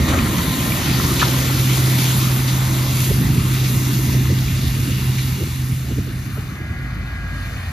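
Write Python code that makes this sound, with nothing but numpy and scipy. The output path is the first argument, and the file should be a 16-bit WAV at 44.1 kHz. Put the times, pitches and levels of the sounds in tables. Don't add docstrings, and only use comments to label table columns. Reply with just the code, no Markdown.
import sys
import numpy as np
from scipy import signal
from scipy.fft import rfft, irfft, next_fast_len
from scipy.io import wavfile
from scipy.ndimage import uniform_filter1d

SR = 44100
rng = np.random.default_rng(int(sys.argv[2]) if len(sys.argv) > 2 else 0)


def store_wav(level_fs):
    pcm = np.round(np.clip(np.atleast_2d(level_fs), -1, 1) * 32767)
    wavfile.write(sys.argv[1], SR, pcm.T.astype(np.int16))


N = 340432
T = np.arange(N) / SR
M = next_fast_len(N)
F = np.maximum(np.arange(M // 2 + 1) * SR / M, 1)

# [t/s, flutter peak level/dB, flutter f/Hz, thud peak level/dB]
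EDDIES = [(3.11, -18.5, 328, -12), (3.21, -26, 306, -26), (3.353, -40, 290, -18), (3.378, -37, 292, -11),
          (3.758, -34, 399, -13), (3.88, -34, 374, -23), (3.99, -30, 332, -32), (4.08, -37, 399, -30),
          (4.145, -31.5, 451, -25), (4.301, -24.5, 360, -13), (4.325, -31, 419, -30),
          (4.635, -34, 374, -30), (4.79, -32, 403, -30), (4.898, -32, 403, -30), (5.385, -34, 332, -22),
          (5.41, -23, 339.5, -28), (5.424, -25.5, 398, -23), (5.471, -26, 198, -40), (5.625, -41, 194, -20),
          (5.719, -38, 303, -14), (5.9, -40, 600, -32), (5.914, -31.5, 398, -25),
          (5.983, -18.5, 231.5, -19), (6.075, -34, 397, -23), (6.379, -29, 459, -18), (6.6, -30, 308, -41),
          (6.7, -41, 395, -16.5)]
BUFFET_S = 0.0084


def rotor():
    # [t/s, level/dB]
    hum_rows = [(0.0, -25), (0.43, -32), (0.7, -27), (1.1, -20.5), (1.35, -20.5), (1.7, -16), (3.0, -18),
                (4.4, -18), (4.65, -22.5), (5.14, -18.5), (5.5, -25.5), (5.75, -23), (6.6, -33.5),
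                (6.9, -31), (7.16, -41), (7.42, -35.5), (7.72, -32)]
    hum_db, = curve(hum_rows)
    hz = 128.6 + 0.13 * walk(4.1)
    phase = 2 * np.pi * np.cumsum(hz) / SR
    return direct(np.sqrt(2) * undb(hum_db) * np.sin(phase))


def grass():
    # [t/s, level/dB, level above 7.2 kHz/dB]
    grass_rows = [(0.0, -26.5, -32), (0.32, -26.5, -30), (0.72, -25.5, -26.5), (0.9, -23.5, -29),
                  (1.1, -25, -25.5), (1.4, -25.5, -27), (1.72, -24, -25.5), (2.17, -27, -25),
                  (2.48, -29, -29), (2.86, -28, -29), (3.03, -27, -24.5), (3.27, -30.5, -32),
                  (3.75, -28.5, -28), (4.1, -30.5, -30.5), (4.4, -31, -34), (5.14, -31, -32.5),
                  (5.59, -35, -35.5), (6.0, -39.5, -41), (6.45, -41.5, -45.5), (6.65, -47.5, -52.5),
                  (7.25, -46, -54.5), (7.42, -41, -47), (7.72, -42.5, -45)]
    # [f/Hz, density/dB per Hz]
    hiss_colour = [(1200, -7), (2000, -4.5), (2900, -1), (3700, -1.5), (4900, -6.5), (6500, -1), (8500, -3),
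                   (12500, -1), (16000, -4)]
    # [f/Hz, width/Hz, level/dB]
    cavity = [(1970, 950, -6), (2340, 47, -7), (2810, 43, 3), (3590, 36, -4), (4120, 220, -3),
              (4650, 68, 0.5), (5020, 100, -1.5)]
    # [t/s, lift/dB, decay/s]
    tufts = [(0.09, 5, 0.033), (1.04, 3, .03), (1.2, 4.5, 0.074), (1.99, 5.5, 0.065), (2.06, 2, 0.073),
             (2.21, 3, .06), (2.485, 6.5, 0.044), (3.55, 2.5, 0.023), (3.65, 4.5, 0.025), (4.13, 4, 0.034),
             (4.56, 2, 0.041), (5.0, 2.5, 0.026), (5.19, 4, 0.056)]
    # [t/s, f/Hz]
    dip_rows = [(0.0, 2760), (2.0, 2820), (5.0, 3130), (7.72, 3300)]

    hiss_db, treble_db = curve(grass_rows)
    hiss_db = hiss_db + bumps(tufts, attack=0.0089)
    shredding = rush(hiss_colour, swell_db=-0.06, flicker_db=1.2, rate=12, grain_db=0.77)
    hiss = shredding
    for mode in cavity:
        flicker = undb(1.8 * walk(14))
        hiss = hiss + flicker * shaped(shredding, np.abs(resonances([mode])))
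    low, high = split(hiss, hz=7200)

    dip_hz, = curve(dip_rows)
    low = dip(low, dip_hz, half_width_hz=100, depth=0.55)
    shade_ends_s = 1
    shade = 0.53 * np.clip(1 - (T / shade_ends_s) ** 2, 0, 1)
    low = dip(low, 5160, half_width_hz=560, depth=shade)

    far = ramp(from_s=5.7, takes_s=1.3)
    low = (1 - far) * low + far * ground(low)
    return undb(hiss_db) * low + undb(treble_db) * high


def near_pass():
    # [t/s, level/dB, gain of the part under 725 Hz/dB]
    clatter_rows = [(0.0, -30, 6), (0.06, -30, 5), (0.13, -24.5, 7), (0.2, -28.5, 1.5), (0.4, -30, 4.5),
                    (0.96, -31.5, 2.5), (1.32, -29, 4.5), (1.6, -32.5, 3.5), (2.3, -33, 2),
                    (4.4, -37, -1.5), (5.16, -39, -2), (5.6, -38, -4), (6.4, -46, -6)]
    # [f/Hz, density/dB per Hz]
    clatter_colour = [(300, -18), (550, 0), (780, -2.5), (1050, 2), (1500, -0.5), (2100, -1.5), (3000, -21),
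                      (5000, -39)]
    # [f/Hz, level/dB, pitch wander/Hz, loudest at t/s, lasting/s]
    near_gears = [(1032, -42, 7, .4, .5), (1367, -43.5, 6, .8, 1.0), (1852, -41, 5, .5, .8),
                  (1846, -50, 3, 4.3, 1.1), (2062, -46, 5, 2.8, .25), (3640, -52, 40, .25, .4),
                  (2052, -49, 3, 4.6, .7), (1287, -53, 8, 3.2, .7)]

    clatter_db, lower_db = curve(clatter_rows)
    clatter = rush(clatter_colour, swell_db=0.5, flicker_db=2.0, rate=7, grain_db=1.0)
    low, high = split(clatter, hz=725)
    clatter = undb(clatter_db) * (high + undb(lower_db) * low)
    fade_s, silent_at_s = 1.23, 6.52
    fade = np.clip((silent_at_s - T) / fade_s, 0, 1)
    return fade * clatter + whines(near_gears, waver_db=2.2, sag=0)


def clacks():
    # [t/s, level before the envelope/dB, panel struck f/Hz]
    strikes = [(0.078, -28, 870), (0.1, -25, 1800), (0.128, -20, 1250), (0.142, -21, 1300),
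               (0.188, -24, 2290), (0.269, -24, 1030), (0.387, -18.5, 1850), (0.72, -24, 2190),
               (0.856, -24, 4130), (0.999, -20, 1210), (1.04, -22, 970), (1.196, -15, 2500),
               (1.2, -17, 2300), (1.203, -20, 4300), (1.207, -19, 3800), (1.213, -14, 1600),
               (1.217, -14.5, 1630), (1.22, -18, 3600), (1.226, -11, 1260), (1.236, -21, 3500),
               (1.238, -18, 1200), (1.244, -26, 3700), (1.251, -24, 3800), (1.336, -22, 1040),
               (1.493, -22, 964), (1.997, -31, 2400), (2.474, -35, 3630), (3.657, -35, 2320),
               (4.117, -32, 2200), (4.48, -32, 2300), (4.7, -31, 2100), (5.069, -35, 2200),
               (5.183, -27, 2200), (7.565, -32, 2200)]
    # [f/Hz, width/Hz, level/dB]
    hood_modes = [(1010, 300, 1), (1300, 140, 3.5), (1670, 65, 3.5), (2340, 240, 0.5), (3070, 200, -7),
                  (2900, 180, -5), (3920, 550, -12)]
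    attack_s, decay_s = 0.00049, 0.0073
    reach_octaves = 0.4

    size = SR // 8
    t = np.arange(size) / SR
    f = np.maximum(np.arange(size // 2 + 1) * SR / size, 1)
    hood = np.interp(f, F, np.abs(resonances(hood_modes)))
    envelope = np.minimum(t / attack_s, 1) * np.exp(-t / decay_s)
    out = np.zeros((2, N))
    for s, db, hz in strikes:
        grain_levels = rng.exponential(size=size // 16 + 1).repeat(16)[:size]
        grit = rng.standard_normal((2, size)) * undb(4.0 * grain_levels)
        panel = 1 / (1 + (np.log2(f / hz) / reach_octaves) ** 2)
        ring = irfft(rfft(grit) * hood * panel, size)
        i = int(s * SR)
        out[:, i:i + size] += undb(db) * unit(ring) * envelope
    return out


def boom():
    # [t/s, level of engine and hood/dB, level of breeze rumble/dB, gain of panels above 262 Hz/dB]
    boom_rows = [(0.0, -22.5, -20.5, 7), (0.5, -22, -28, 1), (1.35, -26.5, -26, 8), (2.15, -25, -31, 3.5),
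                 (2.6, -29, -26.5, 6), (2.99, -26, -30.5, 3), (3.2, -20, -21.5, -2),
                 (3.57, -27, -27.5, 4.5), (3.87, -24.5, -27, 2), (4.25, -24.5, -26, -0.5),
                 (4.54, -26.5, -22.5, -1.5), (5.0, -27.5, -26.5, 2), (5.5, -30, -31, -2.5),
                 (5.95, -31, -27, 0), (6.4, -33, -30, -0.5), (7.72, -35.5, -28.5, -7)]
    # [f/Hz, density/dB per Hz]
    boom_colour = [(25, -15), (40, -7.5), (55, 5), (90, 6), (160, 0.5), (250, -4), (330, -9), (390, -15),
                   (450, -24), (520, -33), (700, -55)]
    gust_lift_db, gust_s = 4.5, 0.012

    boom_db, breeze_db, panel_db = curve(boom_rows)
    gusts = [(row[0] + BUFFET_S, gust_lift_db, gust_s) for row in EDDIES]
    boom_db = boom_db + bumps(gusts, attack=gust_s)
    noise = rush(boom_colour, swell_db=0.32, flicker_db=1.0, rate=8, grain_db=1.0)
    breeze, roar = split(noise, hz=119.3)
    engine, panels = split(roar, hz=262)
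    machine = (engine + undb(panel_db) * panels) / np.std(roar)
    return undb(boom_db) * machine + undb(breeze_db) * unit(breeze)


def buffets():
    thud_hz, rough_rad = 93.5, 1.1
    peak, fall = 0.7, 6
    out = np.zeros(N)
    for s, db, hz, thud_db in EDDIES:
        turn = rng.random()
        t = np.clip((T - s) / BUFFET_S, -4, 9)
        glide = -hz * BUFFET_S * fall * np.exp((peak - t) / fall)
        flutter = np.sin(2 * np.pi * (turn + glide) + rough_rad * walk(300))
        flutter = np.exp(-.5 * (t - peak) ** 2) * flutter
        thud = np.exp(-.5 * (t - 2) ** 2) * np.sin(2 * np.pi * (turn + thud_hz * (T - s)))
        out += undb(db) * flutter + undb(thud_db) * thud
    return direct(out)


def far_pass():
    # [t/s, level/dB]
    far_rows = [(5.6, -47), (6.1, -40.5), (6.5, -39.5), (6.9, -37.5), (7.3, -37.5), (7.72, -35.5)]
    # [f/Hz, density/dB per Hz]
    far_colour = [(400, -5.5), (750, 1.5), (930, -4), (1150, 1.5), (1600, 2.5), (2050, 3.5), (2500, -2),
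                  (2750, -7), (3300, -10), (3700, -14), (5000, -16), (6500, -38)]
    # [f/Hz, level/dB, pitch wander/Hz, loudest at t/s, lasting/s]
    far_gears = [(52, -30, 1, 7.15, .35), (1136, -55, 8, 7.1, .6), (1227, -55, 8, 7.1, .6),
                 (1423, -48, 2, 6.95, .45), (1452, -47.5, 6, 7.15, .4), (1645, -41, .3, 6.75, .2),
                 (1635, -39.5, .3, 7.27, .2), (1852, -47, 2, 7.55, .25), (1954, -57, 6, 6.9, .4),
                 (2037, -43, 2, 7.0, .45)]

    far_db, = curve(far_rows)
    drone = rush(far_colour, swell_db=-0.26, flicker_db=1.5, rate=11, grain_db=-0.5)
    started = T > far_rows[0][0]
    tones = whines(far_gears, waver_db=1.2, sag=-.009)
    return started * undb(far_db) * ground(drone) + tones


def whines(lines, waver_db, sag):
    out = np.zeros(N)
    for hz, db, wander_hz, s, lasting in lines:
        level = undb(db + waver_db * walk(2.9))
        envelope = np.exp(-.5 * ((T - s) / lasting) ** 4)
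        pitch = hz * (1 + sag * (T - s)) + wander_hz * walk(2 + wander_hz)
        out += np.sqrt(2) * level * envelope * np.sin(2 * np.pi * np.cumsum(pitch) / SR)
    return direct(out)


def rush(colour, swell_db, flicker_db, rate, grain_db):
    hz, db = np.transpose(colour)
    octave, corners = np.log2(F), np.log2(hz)
    grain_levels = rng.exponential(size=M // 64 + 1).repeat(64)[:M]
    grains = rng.standard_normal((2, M)) * undb(grain_db * grain_levels)
    noise = rfft(grains) * undb(np.interp(octave, corners, db, left=-90, right=-90))
    swell, out = walk(rate), 0
    for centre in np.arange(corners[0], corners[-1] + 1 / 3, 1 / 3):
        band = np.cos(np.pi * np.clip(1.5 * (octave - centre), -.5, .5)) ** 2
        level = undb(swell_db * swell + flicker_db * walk(2 * rate))
        out = out + irfft(noise * band, M)[:, :N] * level
    return unit(out)


def ground(x):
    delay_s, strength = .00166, .8
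    middle = 1 / (1 + (3000 / F) ** 6) / (1 + (F / 5200) ** 12)
    return shaped(x, 1 + strength * middle * np.exp(-2j * np.pi * F * delay_s))


def resonances(modes):
    return sum(undb(db) / (1 + 1j * (F - hz ** 2 / F) / width) for hz, width, db in modes)


def dip(x, hz, half_width_hz, depth):
    turn = np.exp(2j * np.pi * np.cumsum(hz + 0 * T) / SR)
    pole = np.exp(-2 * np.pi * half_width_hz / SR)
    band = signal.lfilter([1 - pole], [1, -pole], x / turn) * turn
    return x - 2 * depth * np.real(band)


def split(x, hz):
    top = 1 / (1 + (hz / F) ** 6)
    return shaped(x, 1 - top), shaped(x, top)


def shaped(x, response):
    return irfft(rfft(x, M) * response, M)[:, :N]


def direct(x):
    return np.array([x, 0 * x])


def bumps(rows, attack):
    out = 0
    for s, lift, release in rows:
        out = out + lift * np.exp(-np.where(T < s, ((s - T) / attack) ** 2, (T - s) / release))
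    return out


def ramp(from_s, takes_s):
    return np.clip((T - from_s) / takes_s, 0, 1)


def walk(rate):
    k = int(SR / rate)
    steps = np.repeat(rng.standard_normal(N // k + 1), k)
    return unit(uniform_filter1d(uniform_filter1d(steps, k), k)[:N])


def curve(rows):
    s, *columns = np.transpose(rows)
    return [np.interp(T, s, c) for c in columns]


def unit(x):
    return x / np.sqrt(np.mean(x ** 2))


def undb(db):
    return 10 ** (np.asarray(db) / 20)


def ports(sound, table):
    hz, *columns = np.transpose(table)
    like, pan_db, lead = (np.interp(F, hz, c) for c in columns)
    like = np.clip(like, 0, 1)
    same, other = rfft(sound, M)
    same = same * np.sqrt((1 + like) / 2)
    other = other * np.sqrt((1 - like) / 2)
    left = (same + other) * undb(pan_db / 2)
    right = (same - other) * undb(-pan_db / 2) * np.exp(-1j * lead)
    return irfft(np.array([left, right]), M)[:, :N]


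def scene():
    # [f/Hz, likeness/0-1, left minus right level/dB, left phase lead/rad]
    near_ports = [(30, .97, -.4, 0), (130, .985, -1.1, 0), (350, .93, -2.6, .2), (700, .75, 1.5, .2),
                  (1300, .5, 4.5, -.8), (1600, .45, 2.5, -2), (2100, .9, .5, 0), (2900, .5, .5, .7),
                  (4000, .92, 1, 0), (5000, .45, 1, .3), (6500, .65, .5, -1.2), (8400, .93, 0, -3.14),
                  (9500, .7, 0, -4.1), (10800, .74, 0, -5.4), (11700, .97, 0, -6.28), (13300, .75, 0, -7.4),
                  (15400, .93, 0, -9.42)]
    far_ports = [(30, .98, 0, 0), (350, .95, -1, .2), (520, .7, -.5, .6), (700, .72, -2, .4),
                 (930, .3, 2, 1.3), (1100, .7, 3, 0), (1400, .7, 3.5, -.9), (1640, .7, -1.5, .9),
                 (1850, .85, 4.5, 0), (2030, .55, 1, 2), (2250, .65, 3.5, .4), (2500, .75, 1, .8),
                 (2800, .5, 3, 3), (3150, .72, 5, 3.4), (3400, .4, 1, 4.2), (3650, .88, 1, 4.3),
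                 (3950, .45, 0, 5.5), (4200, .9, 0, 5.9), (4500, .45, -3, 6.7), (4750, .83, -3, 6.8),
                 (5200, .4, 0, 4.3), (5700, .58, -.5, 5.4), (6400, .3, -2, 5.9), (7000, .35, 1.5, 3.6),
                 (7800, .95, 0, 3.14), (10000, .55, 0, 1.7), (11700, .95, 0, 0), (14000, .45, 0, -1.9),
                 (15400, .9, 0, -3.14)]
    both = rotor() + grass() + near_pass() + clacks() + boom() + buffets()
    far = ramp(from_s=6.1, takes_s=.6)
    return ports((1 - far) * both, near_ports) + ports(far * both + far_pass(), far_ports)


def record(dry):
    top_hz, ripple_db, stop_db = 15450, .2, 80
    low_pass = signal.ellip(14, ripple_db, stop_db, top_hz, fs=SR, output="sos")
    return signal.sosfilt(low_pass, dry)


dry = scene()
out = record(dry)
store_wav(out)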